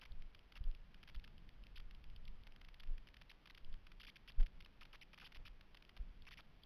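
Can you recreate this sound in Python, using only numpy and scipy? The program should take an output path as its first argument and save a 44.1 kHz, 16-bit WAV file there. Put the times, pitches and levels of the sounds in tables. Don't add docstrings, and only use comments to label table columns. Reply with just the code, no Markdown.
import sys
import numpy as np
from scipy.fft import rfft, irfft, next_fast_len
from scipy.io import wavfile
from scipy.ndimage import map_coordinates

SR = 44100
rng = np.random.default_rng(int(sys.argv[2]) if len(sys.argv) > 2 else 0)


def unload_audio(sound):
    columns = np.transpose(np.atleast_2d(sound))
    steps = np.round(np.clip(columns, -1, 1) * 32767)
    wavfile.write(sys.argv[1], SR, steps.astype(np.int16))


N = 293485

# (time [s], peak level [dB], sway [Hz], swell time [s], rough noise [dB])
FOOTFALLS = [(0.107, -41.5, 27.5, 0.011, -67), (0.140, -39.5, 14.9, 0.05, -74.5),
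             (0.607, -37, 41, 0.006, -63), (0.647, -30, 21, 0.033, -64.5), (1.160, -37, 28.3, .014, -68),
             (2.060, -43, 12.4, 0.043, -79), (2.178, -42, 21.2, 0.028, -80.5),
             (2.280, -43, 11.5, 0.042, -74), (2.868, -31.5, 21, .040, -63),
             (3.630, -41.5, 12.3, 0.049, -71.5), (3.715, -38.5, 16.8, 0.023, -72),
             (4.379, -21.5, 22.3, 0.027, -52.5), (5.387, -39.5, 23, 0.017, -63),
             (5.996, -36, 31, .012, -66), (6.066, -42, 21.6, 0.024, -72.5)]


def amp(db):
    return 10 ** (np.asarray(db) / 20)


def filtered(x, response):
    size = next_fast_len(N + 8192)
    return irfft(rfft(x, size) * response(np.fft.rfftfreq(size, 1 / SR)), size)[:N]


def noise(spectrum):
    points_hz, db = np.transpose(spectrum)
    white = rng.standard_normal(N)
    coloured = filtered(white, lambda hz: amp(np.interp(np.log(hz + 1), np.log(points_hz), db)))
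    return coloured / np.std(coloured)


def wobble(per_second):
    values = rng.standard_normal(int(N * per_second / SR) + 4)
    return map_coordinates(values, [np.arange(N) * per_second / SR])


def add(track, start_s, sound):
    part = track[max(0, round(start_s * SR)):][:len(sound)]
    part += sound[:len(part)]


def breeze(flutter_db=2):
    # (time [s], level [dB])
    swells = [(0, -80.5), (.8, -76), (1.25, -71.5), (2.0, -77.5), (3.3, -77), (4.5, -75.5), (5.8, -77.5),
              (6.2, -72), (6.65, -74.5)]
    # (frequency [Hz], relative level [dB])
    colour = [(50, -4.5), (120, -1.5), (180, 2), (245, -8), (450, -21.5), (1000, -44)]
    times, db = np.transpose(swells)
    loudness = amp(np.interp(np.arange(N) / SR, times, db))
    return loudness * amp(flutter_db * wobble(9)) * noise(colour)


def microphone_hiss(level_db=-74):
    # (frequency [Hz], relative level [dB])
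    colour = [(60, 6), (300, 5), (800, -1.5), (2000, -2.5), (3300, 0.5), (4000, -8), (4500, -49.5)]
    return amp(level_db) * noise(colour)


def hand_motion(rest_db=-67, turn_db=-53.5, jolt_db=-54):
    turn_middle_s, turn_width_s = 1.95, .55
    rise_s, settle_s, firm_step_db = .05, .26, -36
    t = np.arange(N) / SR
    turn = amp(turn_db) * np.exp(-((t - turn_middle_s) / turn_width_s) ** 2 / 2)
    power = amp(rest_db) ** 2 + turn ** 2
    for start, step_db, *_ in FOOTFALLS:
        peak = amp(jolt_db + .15 * (step_db - firm_step_db))
        envelope = np.exp(-np.maximum((start - t) / rise_s, (t - start) / settle_s))
        power += (peak * envelope) ** 2
    return np.sqrt(power)


def grip_rumble(motion):
    # (frequency [Hz], relative level [dB])
    colour = [(6, -15), (14, 1), (24, -1.5), (42, -7), (62, -17), (100, -23), (200, -32.5), (500, -65)]
    return motion * noise(colour)


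def faint_ticks(motion, per_second=3.9, length_s=.0009, pulse_hz=2398, scatter_hz=698):
    count = round(per_second * N / SR)
    place, size, pitch = rng.uniform(size=(count, 3)).T
    motion_so_far = np.cumsum(motion) / motion.sum()
    times = np.searchsorted(motion_so_far, (np.arange(count) + place) / count) / SR
    return list(zip(times, length_s * (.5 + size), pulse_hz + scatter_hz * (2 * pitch - 1)))


def converter_chatter(motion, level_db=-34.5, edge_hz=3600, cutoff_hz=3920):
    # (time [s], length [s], pulse rate at the bottom [Hz])
    chirps = [(.014, 0.026, 1091), (.053, 0.0082, 1300), (.222, 0.0019, 1516), (.348, 0.0043, 900),
              (.522, .004, 1192), (.555, 0.015, 1005), (.571, 0.0082, 705), (.749, .002, 1880),
              (.944, 0.0031, 1100), (1.030, 0.0083, 799), (1.076, 0.0057, 701), (1.088, .004, 1089),
              (1.096, 0.0047, 503), (1.146, 0.0076, 995), (1.241, 0.0087, 1690), (1.277, 0.0026, 905),
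              (1.491, .002, 1489), (1.668, .002, 2000), (1.758, .012, 3000), (1.770, .013, 1199),
              (1.799, 0.0047, 702), (1.910, .0025, 1510), (2.041, .002, 2000), (2.162, 0.003, 2690),
              (2.278, 0.0049, 1900), (2.469, 0.0064, 399.3), (2.562, .002, 1701), (2.614, 0.0039, 900),
              (2.648, 0.0028, 1600), (2.686, .004, 499), (2.743, .003, 1709), (2.798, 0.0098, 1990),
              (2.834, 0.0045, 700), (2.980, 0.0031, 1503), (3.072, 0.0023, 899), (3.087, 0.0024, 1497),
              (3.142, 0.0039, 399.3), (3.168, 0.0037, 1498), (3.214, 0.0082, 699), (3.295, 0.012, 2200),
              (3.314, 0.0053, 500), (3.457, 0.0059, 899), (3.473, .005, 400.3), (3.498, .013, 1002),
              (3.548, 0.004, 1903), (3.576, 0.0067, 1487), (3.741, .002, 1300), (3.868, .004, 1403),
              (3.918, 0.0039, 1003), (3.999, 0.01, 900), (4.012, 0.0086, 2300), (4.032, .010, 1100),
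              (4.048, 0.0069, 1394), (4.068, 0.012, 2112), (4.080, 0.012, 1298), (4.092, 0.011, 2087),
              (4.158, 0.013, 1400), (4.277, .009, 1100), (4.286, .011, 2504), (4.297, 0.0078, 701),
              (4.4, .012, 298), (4.429, 0.0058, 200), (4.462, 0.0079, 1705), (4.605, 0.0067, 1400),
              (4.648, 0.0028, 2890), (4.660, .0035, 500.5), (4.81, .025, 1100), (4.853, 0.0044, 400),
              (4.930, 0.03, 1104), (5.012, 0.022, 2312), (5.132, .014, 898), (5.177, 0.012, 902),
              (5.199, 0.0063, 901), (5.211, .038, 900), (5.250, .010, 2580), (5.260, .011, 1494),
              (5.271, 0.0058, 900), (5.321, 0.0059, 399), (5.347, 0.0069, 2006), (5.357, .007, 199),
              (5.368, .0045, 1199), (5.453, 0.01, 900), (5.464, .008, 2800), (5.476, .007, 898),
              (5.610, 0.0032, 1199), (5.746, .006, 400), (5.771, 0.0041, 1688), (5.824, 0.0026, 1299),
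              (5.893, 0.0042, 701), (5.966, .011, 804), (6.268, 0.0084, 600), (6.275, 0.016, 1605),
              (6.309, .011, 600), (6.319, .014, 1902), (6.336, .007, 1600), (6.373, 0.0085, 1404),
              (6.383, 0.026, 1400), (6.635, 0.0034, 3220)]
    idle_hz, longest_sweep_s, roundness = SR / 8, .007, 1.25
    warble_hz = 480.8 * wobble(per_second=380)
    jitter_hz = 220.4 * wobble(per_second=1500)
    t = np.arange(N) / SR
    rate = np.full(N, idle_hz)
    for start, length, bottom_hz in chirps + faint_ticks(motion):
        near = slice(max(0, round((start - length) * SR)), round((start + 2 * length) * SR))
        inside_s = np.minimum(t[near] - start, start + length - t[near])
        sweep_s = min(longest_sweep_s, length / 2)
        height = np.clip(1 - inside_s / sweep_s, 0, None) ** roundness
        glide = bottom_hz + (edge_hz - bottom_hz) * height
        dive = np.abs(glide + warble_hz[near] * sweep_s / longest_sweep_s + jitter_hz[near])
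        dive += idle_hz * np.maximum(-inside_s, 0) / .001
        rate[near] = np.minimum(rate[near], dive)
    pulses = np.diff(np.floor(np.cumsum(rate) / SR), prepend=0)
    pulses -= rate / SR
    return amp(level_db) * filtered(pulses, lambda hz: 1 / (1 + (hz / cutoff_hz) ** 20))


def footfalls():
    # (frequency [Hz], relative level [dB])
    rough_colour = [(30, -2.5), (70, 0.5), (115, 4.5), (170, -8), (280, -20), (480, -15), (1000, -24),
                    (3000, -39.5)]
    sway, rough_gain = np.zeros(N), np.zeros(N)
    t = np.arange(SR // 4) / SR
    for start, step_db, sway_hz, swell_s, rough_db in FOOTFALLS:
        envelope = t / swell_s * np.exp((1 - (t / swell_s) ** 2) / 2)
        add(sway, start, amp(step_db) * envelope * np.sin(2 * np.pi * sway_hz * t))
        add(rough_gain, start, amp(rough_db) * envelope)
    return sway + rough_gain * noise(rough_colour)


def scene():
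    motion = hand_motion()
    sound = footfalls() + grip_rumble(motion) + breeze() + microphone_hiss()
    return (sound + converter_chatter(motion))[None]


def record(dry):
    converter_hz, rounding_step, top_hz = 8000, 1 / 2048, 15500
    sample_times = np.arange(0, N / SR, 1 / converter_hz)
    samples = map_coordinates(dry[0], [sample_times * SR])
    rounded = rounding_step * np.round(samples / rounding_step)
    joined = np.interp(np.arange(N) / SR, sample_times, rounded)
    storage_hiss = rng.standard_normal(N) / (32768 * np.sqrt(6))
    return filtered(joined + storage_hiss, lambda hz: hz < top_hz)[None]


dry = scene()
out = record(dry)
unload_audio(out)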